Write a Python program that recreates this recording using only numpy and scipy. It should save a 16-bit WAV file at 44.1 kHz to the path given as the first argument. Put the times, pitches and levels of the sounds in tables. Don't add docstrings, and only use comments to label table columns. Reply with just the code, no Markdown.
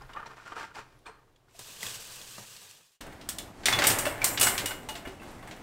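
import sys
import numpy as np
from scipy import signal
from scipy.fft import rfft, irfft, next_fast_len
from scipy.io import wavfile
from scipy.ndimage import uniform_filter1d

SR = 44100
rng = np.random.default_rng(int(sys.argv[2]) if len(sys.argv) > 2 else 0)


def unload_audio(sound):
    columns = np.transpose(np.atleast_2d(sound))
    steps = np.round(np.clip(columns, -1, 1) * 32767)
    wavfile.write(sys.argv[1], SR, steps.astype(np.int16))


def undo_db(level):
    steps = np.asarray(level, float) / 20
    return 10 ** steps


N = 247842
CUT_S = 3.0065

# frequency in Hz, relative density in dB per Hz.
FAR_TONE = [(12, -25), (20, 6.5), (85, -7), (129, 3), (185, -13), (382, -8), (581, -13.5), (1040, -15.5),
            (2210, -24.5), (3350, -25.5), (15500, -37)]
CLOSE_TONE = [(12, -26), (20, 3), (185, -5.5), (298, -2), (452, -10.5), (725, -8), (811, -8.5),
              (1770, -18.5), (5090, -27), (8400, -29), (15500, -44)]
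# time in seconds, rms level in dB.
FAR_LEVEL = [(0, -53.5), (.5, -62.5), (1, -61), (1.4, -65.5), (2, -60), (2.5, -64), (2.9, -89), (3, -100)]
CLOSE_DB = -49
# frequency in Hz, relative density in dB per Hz.
RUMBLE_COLOUR = [(12, -37), (20, -3), (32, -3), (54, -15), (114, 0.5), (157, -9.5), (274, -5), (397, -8),
                 (600, -7.5), (780, -9.5), (1320, -120)]
ARM_DB, ARM_FOLLOWS, ARM_SMOOTH_S = -48.5, 0.64, 0.097
KITCHEN_T60_S, WALL_CUT_HZ = 0.35, 12000

# time in seconds, level in dB before layer offsets, pitch in Hz.
KNOCKS = [(0.015, -38.5, 830), (0.098, -43, 1250), (0.15, -32, 1110), (0.17, -23, 1210), (0.195, -32, 1470),
          (0.228, -29, 1220), (0.259, -34.5, 930), (0.368, -44, 910), (0.399, -36, 1470),
          (0.462, -44, 1380), (0.478, -32, 1420), (0.519, -27, 1230), (0.565, -25, 1355),
          (0.609, -25.5, 1570), (0.64, -33, 916), (0.714, -39, 1410), (0.746, -53, 975),
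          (0.764, -32.5, 826), (0.789, -48, 1350), (1.062, -34.5, 1200), (1.057, -46, 1650),
          (1.075, -39, 1000), (1.082, -42, 708), (1.088, -42.5, 450), (1.278, -56, 1230),
          (1.483, -52, 1440), (1.547, -45.5, 680)]
# frequency in Hz, relative level in dB, 60 dB decay in seconds.
TUB_MODES = [(322, -41, 0.13), (455.5, -12.5, 0.16), (766, -16, 0.12), (935, -5.5, 0.087),
             (1110, -8.5, 0.026), (1230, -4, 0.018), (1380, -1, 0.024), (1570, -0.5, 0.019),
             (1793, -5.5, 0.057), (2020, -15, 0.041), (2400, -12, 0.035), (2890, -17, 0.036)]
# start in seconds, hold in seconds, drag in dB before layer offsets,
# wet squelch relative to the drag in dB, tone of contact in Hz.
STROKES = [(.012, 0.0089, -45.5, -20, 1110), (.095, 0.035, -49, -17, 1170), (.165, 0.048, -42, -28, 1250),
           (.26, 0.014, -47, -12, 1000), (.305, 0.038, -53, -13, 1140), (.37, .06, -50, -12, 1250),
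           (.461, 0.075, -43.5, -14, 1300), (0.565, 0.066, -41, -8, 1410), (.69, 0.021, -58, -16, 1220),
           (0.75, 0.041, -41, -10.5, 1170), (.86, .1, -61.5, -14, 1100), (1.064, 0.021, -42.5, -17.5, 1140),
           (1.14, 0.065, -64, -23, 1200), (1.28, .005, -68, -24, 1150), (1.487, 0.017, -68, -4, 1180)]
GRIP_DB_PER_S, LET_GO_DB_PER_S = 1800, 309
# frequency in Hz, relative density in dB per Hz.
SQUELCH = [(1290, -19), (2200, 1.5), (3620, -5), (5960, -7.5), (6520, -12.5), (7250, -8.5), (9970, -20.5),
           (15500, -28)]
# time in seconds, level in dB before layer offsets, pitch in Hz.
WIRE_TICKS = [(.02, -45, 5000), (.133, -42, 2900), (.135, -42.5, 3700), (.262, -41, 4120),
              (.268, -40, 5700), (.52, -41, 3120), (.755, -39, 4900), (.99, -54, 10500), (1.058, -45, 3560),
              (1.065, -38, 2400), (1.36, -55.5, 3350), (1.362, -59, 7100), (1.51, -54, 7600)]
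# frequency in Hz, level in dB, 60 dB decay in seconds.
GLASS_MODES = [(4253, -57, .26), (8538, -57, .16), (7617, -63, .08)]
GLASS_TOUCH_S = 1.062

# time in seconds, spray level in dB.
FLOW = [(1.47, -85), (1.53, -70), (1.555, -58), (1.585, -58), (1.61, -49.5), (1.8, -49), (1.832, -40),
        (2.02, -47.5), (2.35, -48), (2.7, -54), (2.82, -61.5), (2.96, -71.5), (3.0, -102)]
# frequency in Hz, relative density in dB per Hz.
SPRAY = [(710, -12), (1200, -3), (1350, -11), (1550, -2.5), (2090, -5.5), (2800, -2), (6440, -2),
         (8070, -0.5), (10100, -7.5), (13900, -8.5), (15500, -12.5)]
BASIN = [(35, -47), (60, -32), (114, 3.5), (290, -10), (449, -1.5), (623, -4), (1920, -9), (2500, -24),
         (3250, -32), (5500, -120)]
# time in seconds, level in dB before layer offsets, bubble pitch in Hz,
# basin boom in dB.
SPLASHES = [(1.592, -31.5, 7950, -54), (1.808, -34.5, 3360, -80), (1.83, -24, 2000, -47),
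            (1.866, -25.5, 3370, -53), (1.956, -31.5, 7970, -53), (2.215, -37, 3400, -58),
            (2.381, -39, 1250, -45.5), (2.565, -36, 4530, -80), (2.711, -40, 5730, -83)]
# frequency in Hz, relative level in dB, 60 dB decay in seconds.
BASIN_MODES = [(98, -4, .22), (118, -2, .25), (150, -4, .15), (210, -6, .1), (320, -8, .08),
               (460, -10, .06), (950, -12, .05)]
DRUM_DB, GULP_DRUM_DB, GULP_T60_S = -12.5, -2, 0.16

# time in seconds, crack in dB, blade ring in dB, handle knock in dB
# (all before layer offsets), favoured pitch in Hz.
CLINKS = [(3.0093, -30.5, -44.5, -41, 870), (3.0664, -48, -58, -46.5, 1570), (3.1248, -51, -72, -43, 774),
          (3.2126, -35.5, -58, -57, 751), (3.2894, -24, -25.5, -59, 3400), (3.3852, -26, -33, -73, 3404),
          (3.6344, -33, -68, -42, 1570), (3.6568, -5, -24.5, -49, 3527), (3.6844, -16, -36, -19, 2080),
          (3.7259, -12.5, -59, -22.5, 3424), (3.788, -11.5, -35, -20.5, 1930),
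          (3.8206, -15, -52, -16.5, 1650), (3.8392, -10, -28, -21.5, 2080), (3.8695, -14, -16.5, -38, 2330),
          (3.901, -15, -29, -35, 2330), (3.9868, -23.5, -25, -36, 2890),
          (4.0537, -23.5, -35.5, -20.5, 1690), (4.0654, -34, -53, -23.5, 586),
          (4.2171, -25.5, -50, -29.5, 2350), (4.2427, -20, -17, -29, 2070), (4.2605, -32, -39, -37, 620),
          (4.375, -14, -78, -31, 2820), (4.3975, -53, -24, -41, 1690), (4.4114, -10, -18, -40, 2740),
          (4.429, -20, -22, -29.5, 2890), (4.4695, -14.5, -27, -19, 1484), (4.5788, -13, -34, -48, 3100),
          (4.6584, -19.5, -27, -42, 2890), (4.7084, -30.5, -56, -28, 1482), (4.8881, -27, -42, -32.5, 880),
          (4.8915, -36, -52, -41.5, 2890), (4.9532, -26, -47.5, -32.5, 680), (5.0529, -48, -71, -31, 1690),
          (5.0735, -36, -55, -35.5, 380), (5.1984, -55, -70, -48, 2627), (5.2184, -50, -65, -40, 1110),
          (5.2314, -46, -61, -43.5, 670), (5.2794, -47, -71, -48, 692), (5.3094, -53, -61, -56, 699),
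          (5.3916, -53, -65, -51, 1950), (5.4272, -53, -67, -40.5, 1120), (5.4744, -45, -56, -37.5, 875),
          (5.5114, -31.5, -67, -38, 2590), (5.5634, -55, -63, -44, 1030)]
# time in seconds, effort in dB.
HAND = [(3.0, -62), (3.02, -46), (3.3, -53), (3.64, -59.5), (3.67, -28.5), (3.85, -24.5), (3.98, -26),
        (4.09, -32), (4.2, -35.5), (4.25, -28.5), (4.39, -36.5), (4.42, -25.5), (4.57, -31.5),
        (4.74, -38.5), (4.87, -52), (4.9, -42.5), (5.16, -53), (5.62, -48.5)]
# frequency in Hz,
# relative level in dB, 60 dB decay in seconds.
BLADE_MODES = [(4290, -14, .12), (4797, -12, .12), (5733, -14, .1), (6751, -14, .12), (7267, -6, .2),
               (7580, -8, .15), (7908, -3, .16), (8090, -8, .1), (8678, -3, .18), (8818, -3, .16),
               (9292, -6, .22), (10050, -9, .18), (10630, -9, .22), (11360, -8, .22), (11760, -11, .15),
               (12210, -10, .15), (12350, -7, .2), (12820, -11, .2), (12940, -9, .2), (13680, -13, .15),
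               (13890, -12, .13), (14260, -12, .22), (14490, -13, .13), (14690, -10, .22),
               (14950, -12, .13), (15590, -12, .15)]
HANDLE_MODES = [(587, -2, .09), (680, -5, .07), (874, -6, .08), (1114, -6, .07), (1520, -3, .07),
                (1570, -3, .08), (1755, -5, .07), (1949, -3, .08), (2085, -2, .08), (2142, -2, .09),
                (2186, -3, .08), (2327, -5, .07), (2675, -7, .08), (2891, -7, .1)]
HOOK_MODES = [(380, -25, .16), (587, -25, .1), (2675, -25, .13), (2891, -25, .14), (3445, -28, .09),
              (3476, -28, .09)]
# frequency in Hz, relative level in dB.
CRACK = [(700, -43), (1200, -7.5), (2100, -3), (3500, -1.5), (5500, -7), (7500, -10.5), (11000, -32),
         (15500, -38)]
# frequency in Hz, relative density in dB per Hz.
GLINT = [(3000, -1.5), (7000, 8), (8500, 13.5), (10000, 6), (16000, 2.5)]
SCUFF = [(250, -40), (600, 6.5), (2000, 4), (5000, -16)]
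HANDLE_LIFT_DB = 18
HOOK_BY_CRACK_DB, HOOK_BY_HANDLE_DB = -10.5, 2
RATTLE_DB, RATTLE_T60_S = -4, 0.35
BLADE_SLIDE_DB = -27
LOOSENED_S, GRIP_DAMPS_DB = 3.6, -12


def rms_one(x):
    return x / np.sqrt(np.mean(x ** 2) + 1e-20)


def noise():
    return rng.standard_normal(N)


def in_time(rows):
    s, *columns = np.transpose(rows)
    t = np.arange(N) / SR
    return [np.interp(t, s, column, left=-120, right=-120) for column in columns]


def coloured(x, spectrum):
    hz, db = np.transpose(spectrum)
    size = next_fast_len(len(x))
    bins_hz = np.arange(size // 2 + 1) * SR / size
    gain = undo_db(np.interp(np.log(bins_hz + 1), np.log(hz), db))
    return irfft(rfft(x, size) * rms_one(gain), size)[:len(x)]


def drift(rate_hz):
    r = np.exp(-2 * np.pi * rate_hz / SR)
    slow = signal.lfilter([1], [1, -2 * r, r * r], rng.standard_normal(N + SR))
    return rms_one(slow[SR:])


def ring(clicks, hz, t60):
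    r, w = undo_db(-60 / (t60 * SR)), 2 * np.pi * hz / SR
    return signal.lfilter([0, np.sin(w)], [1, -2 * r * np.cos(w), r * r], clicks + 1e-18)


def grains(per_s, spread_db):
    sizes = undo_db(spread_db * np.minimum(rng.exponential(1, N), 5)) * rng.choice([-1, 1], N)
    return rms_one(sizes * (rng.random(N) < per_s / SR))


def spikes(times, sizes):
    out = np.zeros(N)
    out[np.round(np.asarray(times) * SR).astype(int)] = sizes
    return out


def bursts(times, db, t60):
    out = np.zeros(N)
    for s, level_db in zip(times, db):
        tail = out[round(s * SR):]
        tail += undo_db(level_db - 60 * np.arange(len(tail)) / SR / t60)
    return out


def blips(rows, offset_db, cycles):
    out = 0
    for at, level_db, hz, *_ in rows:
        t60 = cycles / hz
        tone = ring(ring(spikes([at], 1), hz, t60), hz, t60)
        out = out + undo_db(level_db + offset_db) * tone / np.abs(tone).max()
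    return out


def struck(modes, times, db, favoured_hz, rubbing, favour_db, reach, scatter_db, chatter_s):
    chance, out = rng.standard_normal((len(times), len(modes))), 0
    sides = rng.choice([-1, 1], chance.shape)
    touches = grains(6000, spread_db=1.5)
    fade = undo_db(-60 / (chatter_s * SR))
    for k, (hz, mode_db, t60) in enumerate(modes):
        tilt_db = favour_db * np.exp(-(np.log(hz / favoured_hz) / reach) ** 2)
        blows = spikes(times, sides[:, k] * undo_db(db + tilt_db + scatter_db * chance[:, k]))
        envelope = np.sqrt(1 - fade ** 2) * signal.lfilter([1], [1, -fade], blows + 1e-18)
        chatter = envelope * np.roll(touches, 997 * k)
        rubbed = rubbing(hz) * np.sqrt(60 / (t60 * SR))
        out = out + undo_db(mode_db) * ring(blows + .5 * chatter + rubbed, hz, t60)
    return out


def no_rubbing(mode_hz):
    return 0


def room_tone(close):
    far = undo_db(in_time(FAR_LEVEL)[0]) * coloured(noise(), FAR_TONE)
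    near = undo_db(CLOSE_DB + 1.5 * drift(9.1)) * coloured(noise(), CLOSE_TONE)
    effort_db = uniform_filter1d(in_time(HAND)[0], 1 + round(ARM_SMOOTH_S * SR), mode="nearest")
    swing_db = ARM_FOLLOWS * (effort_db - effort_db[close].mean())
    rumble = undo_db(ARM_DB + swing_db + 2.7 * drift(14.0)) * coloured(noise(), RUMBLE_COLOUR)
    return np.where(close, near + rumble, far)


def kitchen(x):
    size = next_fast_len(N + SR)
    turn = np.exp(-2j * np.pi * np.arange(size // 2 + 1) / size)
    dull = np.exp(-2 * np.pi * WALL_CUT_HZ / SR)
    low_pass = (1 - dull) / (1 - dull * turn)
    walls = 0
    for lag in (rng.uniform(.009, .03, 10) * SR).astype(int):
        loop = undo_db(-60 * lag / SR / KITCHEN_T60_S) * low_pass * turn ** lag
        walls = walls + loop / (1 - loop)
    return irfft(rfft(x, size) * walls, size)[:N]


def strokes():
    start, held, db, wet_db, hz = np.transpose(STROKES)[:, :, None]
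    t = np.arange(N) / SR
    grip_db = GRIP_DB_PER_S * np.maximum(start - t, 0)
    let_go_db = LET_GO_DB_PER_S * np.maximum(t - start - held, 0)
    gain = undo_db(np.maximum(db - grip_db - let_go_db, -140))
    return gain.sum(axis=0), (gain * undo_db(wet_db)).sum(axis=0), hz[gain.argmax(axis=0), 0]


def tubs(drag, tone_hz):
    s, db, hz = np.transpose(KNOCKS)
    slips = drag * undo_db(-16 + 2.2 * drift(29)) * grains(2000, spread_db=2.5)

    def rubbing(mode_hz):
        return slips * undo_db(6.1 * np.exp(-(np.log(mode_hz / tone_hz) / 0.14) ** 2))

    body = struck(TUB_MODES, s, db - 19.5, hz, rubbing, favour_db=-4, reach=.13, scatter_db=5.5, chatter_s=0.053)
    return body + blips(KNOCKS, offset_db=-8.0, cycles=24)


def wire_ticks():
    s, db, _ = np.transpose(WIRE_TICKS)
    snaps = bursts(s, db - 14, 0.056) * coloured(noise(), SQUELCH)
    return blips(WIRE_TICKS, offset_db=-6, cycles=40) + snaps


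def glass():
    return sum(ring(spikes([GLASS_TOUCH_S], undo_db(db)), hz, t60) for hz, db, t60 in GLASS_MODES)


def rack():
    drag, wet, tone_hz = strokes()
    squelch = wet * undo_db(1.5 * drift(60)) * coloured(grains(3500, spread_db=2.0), SQUELCH)
    return tubs(drag, tone_hz) + wire_ticks() + squelch + glass()


def fizz():
    born, dealt = grains(2000, spread_db=3.0), rng.integers(0, 24, N)
    out = 0
    for k, hz in enumerate(np.geomspace(2500, 9000, 24)):
        t60 = 60 / hz
        out = out + ring(ring(born * (dealt == k), hz, t60), hz, t60) * hz / SR
    return rms_one(out)


def tap():
    spray_db, = in_time(FLOW)
    s, db, _, boom_db = np.transpose(SPLASHES)
    hiss = coloured(grains(12000, spread_db=2.5), SPRAY) * undo_db(1.3 * drift(25))
    spray = undo_db(spray_db) * (hiss + undo_db(-7.5) * fizz())
    drum_gain = undo_db(spray_db + DRUM_DB) + bursts(s, boom_db + GULP_DRUM_DB, GULP_T60_S)
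    drum = drum_gain * undo_db(2.8 * drift(21)) * coloured(noise(), BASIN)
    slap_gain = bursts(s, db - 11.5, 0.08) + bursts(s, db - 17.0, 0.0089)
    slaps = slap_gain * coloured(noise(), SPRAY)
    booms = struck(BASIN_MODES, s, boom_db, 112, no_rubbing, favour_db=-2.5, reach=1, scatter_db=2.5,
                   chatter_s=0.023)
    bubbles = blips(SPLASHES, offset_db=-3.5, cycles=17)
    return spray + drum + slaps + bubbles + booms


def cracks(s, crack_db):
    crowd_hz = np.geomspace(1300, 9000, 32) * rng.uniform(.98, 1.02, 32)
    colour_hz, colour_db = np.transpose(CRACK)
    crowd_db = np.interp(np.log(crowd_hz), np.log(colour_hz), colour_db) + 10 * np.log10(crowd_hz / 2000)
    crowd = [(hz, db, .035) for hz, db in zip(crowd_hz, crowd_db)]
    modes = struck(crowd, s, crack_db - 25.5, 1000, no_rubbing, favour_db=-9, reach=.05, scatter_db=3.5,
                   chatter_s=0.11)
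    return modes + bursts(s, crack_db - 15.5, 0.15) * coloured(grains(5000, spread_db=0.5), CRACK)


def hook(s, crack_db, handle_db, pitch_hz):
    ring_db = np.maximum(crack_db + HOOK_BY_CRACK_DB, handle_db + HOOK_BY_HANDLE_DB)
    return struck(HOOK_MODES, s, ring_db, pitch_hz, no_rubbing, favour_db=25, reach=.04, scatter_db=1,
                  chatter_s=.03)


def scissors():
    s, crack_db, blade_db, handle_db, pitch_hz = np.transpose(CLINKS)
    hand_db, = in_time(HAND)
    free_db = blade_db + GRIP_DAMPS_DB * (s < LOOSENED_S)
    rattle = bursts(s, free_db + RATTLE_DB, RATTLE_T60_S) + undo_db(hand_db + BLADE_SLIDE_DB)
    ticks = grains(500, spread_db=3.5) * undo_db(1.2 * drift(80))
    blade_rub, handle_rub = rattle * undo_db(-20) * ticks, undo_db(hand_db - 27.0) * ticks
    blades = struck(BLADE_MODES, s, free_db - 16, 8300, lambda mode_hz: blade_rub, favour_db=2,
                    reach=.05, scatter_db=4.5, chatter_s=.05)
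    handles = struck(HANDLE_MODES, s, handle_db - 17.0, pitch_hz, lambda mode_hz: handle_rub,
                     favour_db=HANDLE_LIFT_DB, reach=.05, scatter_db=3.5, chatter_s=.05)
    snap = bursts(s, blade_db - 4.5, 0.03)
    glint_gain = snap + bursts(s, blade_db - 7, 0.11) + rattle * undo_db(-10.5)
    glint = glint_gain * coloured(grains(6600, spread_db=-1.5), GLINT)
    scuff_gain = bursts(s, handle_db - 13, 0.1) + undo_db(hand_db - 9)
    scuff = scuff_gain * coloured(grains(2500, spread_db=3.0), SCUFF)
    return hook(s, crack_db, handle_db, pitch_hz) + blades + handles + cracks(s, crack_db) + glint + scuff


def scene():
    close = np.arange(N) >= CUT_S * SR
    sink, rail = rack() + tap(), scissors() * close
    sink = sink + undo_db(-23.5) * kitchen(sink)
    rail = rail + undo_db(-19.0) * kitchen(rail)
    return (np.where(close, rail, sink) + room_tone(close))[None]


def top_cut(x):
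    return signal.sosfilt(signal.butter(12, 17000, fs=SR, output="sos"), x)


def record(dry):
    low_pass = signal.cheby2(14, 32, 16000, fs=SR, output="sos")
    mix = signal.sosfilt(low_pass, dry)
    return top_cut(mix)


dry = scene()
out = record(dry)
unload_audio(out)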